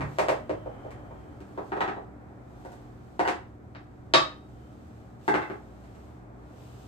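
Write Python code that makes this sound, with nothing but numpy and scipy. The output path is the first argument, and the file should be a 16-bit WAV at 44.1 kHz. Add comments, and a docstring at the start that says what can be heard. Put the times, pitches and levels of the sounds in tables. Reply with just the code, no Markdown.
"""Across a tiled kitchen the dying room tail of an earlier bang opens the scene; a board is knocked on a stone
worktop, then a tray and a bowl are shifted and set down. A plate clacks down hard just after four seconds, and a
dish follows; each rings briefly, as decaying modes, with a click-like crack and a dull cabinet thud, heard mostly
through the echoing room. Below, noise and motor tones of a dishwasher and a fridge drone on; cloth and hands rustle
as faint noise; a faint narrow band of noise near 3.1 kHz swells early and again after the plate.
Two spaced microphones, the left nearer the worktop."""
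import sys
import numpy as np
from scipy import signal
from scipy.fft import rfft, irfft, next_fast_len
from scipy.io import wavfile
from scipy.ndimage import uniform_filter1d

SR = 44100
rng = np.random.default_rng(int(sys.argv[2]) if len(sys.argv) > 2 else 0)


def generate_wav(sig):
    """Save sig (samples, or channels by samples) to the path in sys.argv[1] as 16-bit PCM at SR."""
    pcm = np.round(np.clip(np.atleast_2d(sig).T, -1, 1) * 32767).astype(np.int16)
    wavfile.write(sys.argv[1], SR, pcm)


N = 303011

# contacts on the worktop: start_s [s], level_db [dB], ring_tilt [dB per octave],
# crack_db [dB against level_db], crack_tilt [dB per octave]
CONTACTS = [(0.007, -26.5, 14.5, 12, -1), (0.185, -11, 4.5, 5.5, 2.5), (0.21, -22, -3, 4, 0.1),
            (0.284, -12.5, 2, 7.5, 0.9), (0.31, -23.5, -2, -10, 14), (0.494, -22.5, -7.5, 5.5, -1),
            (0.659, -26.5, -1.5, -20, -4), (0.848, -31, -2, -15, 2), (0.906, -47.5, 19.5, 17.5, 5.5),
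            (1.106, -36, 8, -4, -16), (1.404, -49.5, -9, 16.5, 4.5), (1.576, -30.5, -6, -10, 0.1),
            (1.61, -53, -15, -16, -3), (1.719, -26.5, -2.5, 14.5, -6.5), (1.767, -27.5, -2.5, 2, -0.5),
            (1.806, -22, 2.5, 12.5, -1.5), (1.838, -34, -3, 4, -5), (1.878, -28.5, -3.2, 18.5, -5),
            (1.909, -36, -2, -4, -3), (1.966, -35, -3, -17, -1), (2.01, -53, -8, -4, -4),
            (2.649, -39.5, -1.5, 5.5, 8), (2.719, -52, 2, 18, 10), (3.193, -21.5, -1.5, 13.5, 0),
            (3.251, -25.5, 4, -1, 7), (3.276, -26, -5.5, 22.5, 0.3), (3.3, -48, 6, -1, 6),
            (3.749, -47, 1, 24, -3), (4.137, -7.5, 2, 10.5, 7.5), (5.279, -13.5, 1, 5.5, 0),
            (5.341, -25, -1, 25, -5), (5.371, -33.5, -6.5, -15, 4), (5.418, -36.5, 9.5, 22.5, -5.5),
            (5.499, -33, -3.5, 19, -7), (5.53, -54, -13, 9, -2), (5.838, -61.5, 4.5, 24, 4),
            (5.949, -58.5, -11, 21, 3.5)]
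# modes of each thing in hand: pitch_hz [Hz], relative level_db before tilt and scatter [dB],
# t60_s before the hand's limit [s]
BOARD_MODES = [(314, -6.5, 0.074), (409, -4, 0.099), (489, 0.5, 0.029), (623, 4.5, 0.028), (850, 2, 0.014),
               (925, -2.5, 0.036), (1210, -9.5, 0.0081), (1866, -27, 0.082), (2310, -29, 0.016),
               (3270, -62, 0.013)]
TRAY_MODES = [(329.4, 2.5, 0.025), (411, 4, 0.03), (646, 9.5, 0.014), (763, 1.5, 0.11), (936, 7.5, 0.02),
              (1160, -4, 0.046), (1265, -3, 0.034), (1740, 1.5, 0.0075), (1950, -2.5, 0.025),
              (2800, -18, 0.0086), (2990, -11.5, 0.012), (3946, -23.5, 0.054)]
BOWL_MODES = [(337, 3.5, 0.042), (540, 1, 0.05), (701, 8, 0.046), (927, 9, 0.023), (1180, -11, 0.053),
              (1475, 2, 0.022), (1980, -0.5, 0.023), (2120, -13, 0.068), (2890, -17, 0.017),
              (4570, -27, 0.016)]
PLATE_MODES = [(230, -9, .06), (350, -4, .06), (522, -5, .06), (646, -4, .06), (931, -3, .04),
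               (1145, 0, .07), (1170, -6, .07), (1240, -8, .14), (1384, -10, .03), (1766, -11, .03),
               (2260, -16, .02), (2606, -12, .03), (3140, -11, .025), (3500, -9, .012), (3755, -11, .03),
               (3778, -11, .13), (4200, -10, .015), (4760, -14, .015), (5145, -18, .02)]
DISH_MODES = [(322, 2.5, 0.034), (409, 2, 0.059), (460, -3.5, 0.03), (680, -8, 0.077), (875, 3, 0.095),
              (1080, -19, 0.057), (1080, -7.5, 0.018), (1543, -4, 0.039), (1578, -5, 0.046),
              (2006, -2.5, 0.022), (2630, -14.5, 0.023), (3620, -31, 0.019)]
# when the tray, bowl, plate and dish take over from the board: start_s [s]
TAKEOVER_S = [1.3, 2.3, 3.6, 4.5]
# longest ring the hand allows, for board, tray, bowl, plate, dish: t60_s [s]
HAND_LIMIT_S = [0.044, 0.065, .07, .25, 0.064]
# colour of the crack before tilt: pitch_hz [Hz], relative level_db [dB]
CRACK_COLOUR = [(300, 6.5), (1000, 12), (1800, 11.5), (2700, 4.5), (3600, -3.5), (5000, -7.5),
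                (9000, -17.5), (13000, -31), (16000, -55)]
# treble change of the crack, reached in full at 11 kHz, for board, tray, bowl, plate, dish: level_db [dB]
CRACK_TREBLE_DB = [6, 4, 4.5, -14, 8.5]
# thud modes of the cabinet under the worktop: pitch_hz [Hz], t60_s [s]
CABINET_MODES = [(145, 0.32), (210, 0.086)]
# decay of the kitchen: pitch_hz [Hz], t60_s [s]
ROOM_DECAY = [(150, 0.19), (500, 0.34), (2000, 0.33), (4000, 0.31), (8000, 0.27), (15000, 0.043)]
# likeness of left and right microphone: pitch_hz [Hz], likeness [0 to 1]
MIC_LIKENESS = [(30, 1), (125, 0.82), (400, 0.42), (1000, 0.28), (5000, 0.18), (9000, 0.23)]
# colours of cloth and hands, appliance drone and room wash: pitch_hz [Hz], relative level_db [dB]
RUSTLE_COLOUR = [(1500, -23), (2500, 4), (3200, 3), (5000, -1.5), (8500, -2.5), (13000, -9), (15000, -4),
                 (16500, -41)]
DRONE_COLOUR = [(15, -39.5), (25, -15), (54, -4.5), (113, 2), (163, -5.5), (249, -7), (302, -2), (345, -8),
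                (450, -12.5), (580, -51), (990, -120)]
WASH_COLOUR = [(210, -30), (350, -10.5), (386, -7), (541, -6), (740, -5.5), (955, -11.5), (1330, -13.5),
               (2500, -27.5), (3250, -64.5), (5500, -120)]
# levels of the same three through time; drone and wash open on the room tail of an earlier bang:
# start_s [s], level_db [dB]
RUSTLE_CURVE = [(0, -70), (.15, -61), (.45, -71.5), (1.4, -72), (1.7, -66.5), (2.1, -77), (2.43, -74.5),
                (2.7, -66), (2.93, -72.5), (3.14, -70.5), (3.6, -78), (4.45, -72.5), (4.95, -70),
                (5.18, -73.5), (5.27, -61.5), (5.6, -71), (6.05, -69), (6.3, -76.5), (6.43, -73.5),
                (6.6, -64), (6.87, -63)]
DRONE_CURVE = [(0, -33), (.15, -47), (.9, -47), (2.3, -50), (6.87, -51)]
WASH_CURVE = [(0, -37), (.15, -50), (.45, -54.5), (.78, -48.5), (1.4, -53), (2.77, -54), (3.5, -57.5),
              (4.45, -56.5), (5.27, -55.5), (6.87, -54)]
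# motor tones: pitch_hz [Hz], rms pitch wander_hz [Hz], level_db before the common lift [dB]
MOTOR_TONES = [(61.6, 8.4, -54), (120, 2.6, -54), (192.6, 3.55, -61), (233, 2, -61), (297, 1.5, -60),
               (376, 2.86, -66.5), (750, 8, -70)]
# swells of the narrow band of noise: middle_s [s], half_length_s [s], level_db [dB]
NARROW_SWELLS = [(.72, 0.58, -71.5), (4.63, .13, -78)]

SCATTER_DB = 1.5  # each contact strikes the modes a little differently
THUD_DB = -25  # cabinet's answer, against each contact's level
FIRST_THUD_S, FIRST_THUD_DB = 0.0084, -27.5  # the first knock's extra heavy, dull thud
DIRECT_DB, FIRST_ECHO_S = -7, 0.004  # direct sound against all echoes; time in which echoes build
EARLY_DB, EARLY_S = -0.5, 0.042  # strength and fading time of the near echoes
RIGHT_LAG_SAMPLES = 12  # the worktop is nearer the left microphone
MOTOR_LIFT_DB, MOTOR_WAVER_DB = 2.5, 1.7  # common lift and rms level waver
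NARROW_HZ, NARROW_WIDTH_HZ = 3100, 150
CUTOFF_HZ = 16300


def cabinet_thud(t):
    """The cabinet's low modes swell over some 12 ms, then die away."""
    modes = sum(from_db(-60 * t / t60) * np.sin(2 * np.pi * hz * t) for hz, t60 in CABINET_MODES)
    return modes * (1 - np.exp(-t / 0.012))


def ring(t, held, tilt):
    """A struck thing rings as a sum of decaying modes, damped by the hand that holds it."""
    modes = [BOARD_MODES, TRAY_MODES, BOWL_MODES, PLATE_MODES, DISH_MODES][held]
    hz, db, t60 = np.transpose(modes)[:, :, None]
    scatter = SCATTER_DB * rng.standard_normal((len(hz), 1))
    db = db + tilt * np.log2(hz / 800) + scatter
    signs = (-1) ** np.arange(len(hz))[:, None]
    dying = from_db(db - 60 * t / np.minimum(t60, HAND_LIMIT_S[held]))
    return np.sum(signs * dying * np.sin(2 * np.pi * hz * t), axis=0)


def crack(t, held, tilt):
    """The hard contact is one coloured click, scaled to peak 1."""
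    def colour(hz):
        treble = CRACK_TREBLE_DB[held] * np.clip(hz / 5000 - 1.2, 0, 1)
        return from_db(at_hz(CRACK_COLOUR, hz) + tilt * np.log2((hz + 300) / 3300) + treble)

    click = 1.0 * (np.arange(len(t)) == SR // 1000)  # a millisecond into the contact
    click = coloured(click, colour) * (t < 0.25)  # drops what wraps round to the end
    return click / click.max()


def knocks():
    """Each contact excites the modes of the thing in hand, a short crack and a thud of the cabinet."""
    size = SR // 2
    t, out = np.arange(size) / SR, np.zeros(N + size)
    no_bass = signal.butter(2, 260, "high", fs=SR, output="sos")  # small things radiate no bass
    thud = cabinet_thud(t)
    first_at = round(FIRST_THUD_S * SR)
    out[first_at:first_at + size] += from_db(FIRST_THUD_DB) * thud
    for start_s, level_db, ring_tilt, crack_db, crack_tilt in CONTACTS:
        held = np.searchsorted(TAKEOVER_S, start_s)
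        contact = ring(t, held, ring_tilt) + from_db(crack_db) * crack(t, held, crack_tilt)
        contact = signal.sosfilt(no_bass, contact)
        at = round(start_s * SR)
        out[at:at + size] += from_db(level_db) * (contact + from_db(THUD_DB) * thud)
    return out[:N]


def kitchen(x):
    """Direct sound, then strong echoes off worktop and tiles that die away band by band."""
    size = int(0.7 * SR)
    t, noise, echoes = np.arange(size) / SR, stereo_noise(size), 0
    for centre_hz in 60 * 2.0 ** np.arange(9):  # overlapping octave bands add up to a flat whole
        def octave(hz):
            distance = np.clip(np.log2((hz + 1) / centre_hz), -1, 1)
            return np.cos(np.pi / 2 * distance) ** 2

        echoes = echoes + coloured(noise, octave) * from_db(-60 * t / at_hz(ROOM_DECAY, centre_hz))
    build_up = 1 - np.exp(-(t / FIRST_ECHO_S) ** 2)
    near = 1 + from_db(EARLY_DB) * np.exp(-t / EARLY_S)
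    echoes = echoes * build_up * near
    # many overlapping room modes: no broad band stands out
    crowd = uniform_filter1d(np.abs(rfft(echoes)) ** 2, size=40)
    echoes = irfft(rfft(echoes) / np.sqrt(crowd), size)
    echoes = echoes * (t < 0.6) * (1 - np.exp(-t / 0.002))
    echoes = echoes / np.sqrt(np.sum(echoes ** 2) / 2)  # unit energy per microphone on average
    echoes[[0, 1], [0, RIGHT_LAG_SAMPLES]] += from_db(DIRECT_DB)
    return signal.fftconvolve(x[None], echoes, axes=1)[:, :N]


def rustle():
    """Cloth and hands: treble noise whose level follows a curve and wavers slightly."""
    return from_db(in_time(RUSTLE_CURVE) + 0.39 * drift(6)) * steady_noise(RUSTLE_COLOUR)


def low_drone():
    """Low noise, first the tail of an earlier bang, then dishwasher and fridge, with motor tones on top."""
    return from_db(in_time(DRONE_CURVE)) * steady_noise(DRONE_COLOUR) + motor_hum()


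def motor_hum():
    """Motor tones, alike at both microphones, whose pitch and level waver."""
    t, out = np.arange(N) / SR, 0
    for pitch_hz, wander_hz, level_db in MOTOR_TONES:
        turns = pitch_hz * t + np.cumsum(wander_hz * drift(5.61)) / SR
        level = from_db(level_db + MOTOR_LIFT_DB + MOTOR_WAVER_DB * drift(2.0))
        out = out + level * np.sin(2 * np.pi * turns)
    return out


def room_wash():
    """Mid-range noise of the room under a level curve that opens on the tail of an earlier bang."""
    return from_db(in_time(WASH_CURVE)) * steady_noise(WASH_COLOUR)


def narrow_noise():
    """A faint narrow band of noise near 3.1 kHz that swells and fades smoothly."""
    t = np.arange(N) / SR

    def band(hz):
        return 1 / (1 + ((hz - NARROW_HZ) / NARROW_WIDTH_HZ) ** 2)

    narrow = rms_one(coloured(stereo_noise(next_fast_len(N)), band))[:, :N]
    swell = sum(from_db(db) * np.exp(-((t - middle) / half) ** 2) for middle, half, db in NARROW_SWELLS)
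    return swell * narrow


def steady_noise(colour):
    """Steady stereo noise of a given colour, rms 1."""
    noise = stereo_noise(next_fast_len(N))
    return rms_one(coloured(noise, lambda hz: from_db(at_hz(colour, hz))))[:, :N]


def stereo_noise(size):
    """White noise at two spaced microphones, partly alike at each pitch and later on the right."""
    def alike(hz):
        return np.clip(at_hz(MIC_LIKENESS, hz), 0, 1)

    mid, side = rng.standard_normal((2, size))
    mid = coloured(mid, lambda hz: np.sqrt((1 + alike(hz)) / 2))
    side = coloured(side, lambda hz: np.sqrt((1 - alike(hz)) / 2))
    return np.array([mid + side, np.roll(mid - side, RIGHT_LAG_SAMPLES)])


def drift(rate_hz):
    """Slow random wander of rms 1, weakening above rate_hz."""
    noise = rng.standard_normal(next_fast_len(N))
    return rms_one(coloured(noise, lambda hz: 1 / (1 + (hz / rate_hz) ** 2)))[:N]


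def coloured(x, gain):
    """x through a gain given as a function of Hz."""
    size = x.shape[-1]
    return irfft(rfft(x) * gain(np.fft.rfftfreq(size, 1 / SR)), size)


def at_hz(points, hz):
    """A table read on a log-frequency axis."""
    table_hz, values = np.transpose(points)
    return np.interp(np.log(hz + 1), np.log(table_hz), values)


def in_time(curve):
    """A level curve read at every sample."""
    return np.interp(np.arange(N) / SR, *np.transpose(curve))


def from_db(db):
    """Amplitude gain of a level in dB."""
    return 10 ** (np.asarray(db) / 20)


def rms_one(x):
    """x scaled to rms 1."""
    return x / np.sqrt(np.mean(x ** 2) + 1e-20)


def scene():
    """Knocks heard through the kitchen, over rustle, drone, wash and a narrow band of noise."""
    return kitchen(knocks()) + rustle() + low_drone() + room_wash() + narrow_noise()


def record(dry):
    """The microphones lose the deepest bass; the treble has a gap near 10 kHz; the top is cut."""
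    no_rumble = signal.sosfilt(signal.butter(2, 40, "high", fs=SR, output="sos"), dry)
    gap = signal.sosfilt(signal.butter(4, [9500, 11300], "bandstop", fs=SR, output="sos"), no_rumble)
    soft = signal.sosfilt(signal.butter(6, 14300, fs=SR, output="sos"), gap)
    return signal.sosfilt(signal.cheby2(12, 70, CUTOFF_HZ, fs=SR, output="sos"), soft)


dry = scene()
out = record(dry)
generate_wav(out)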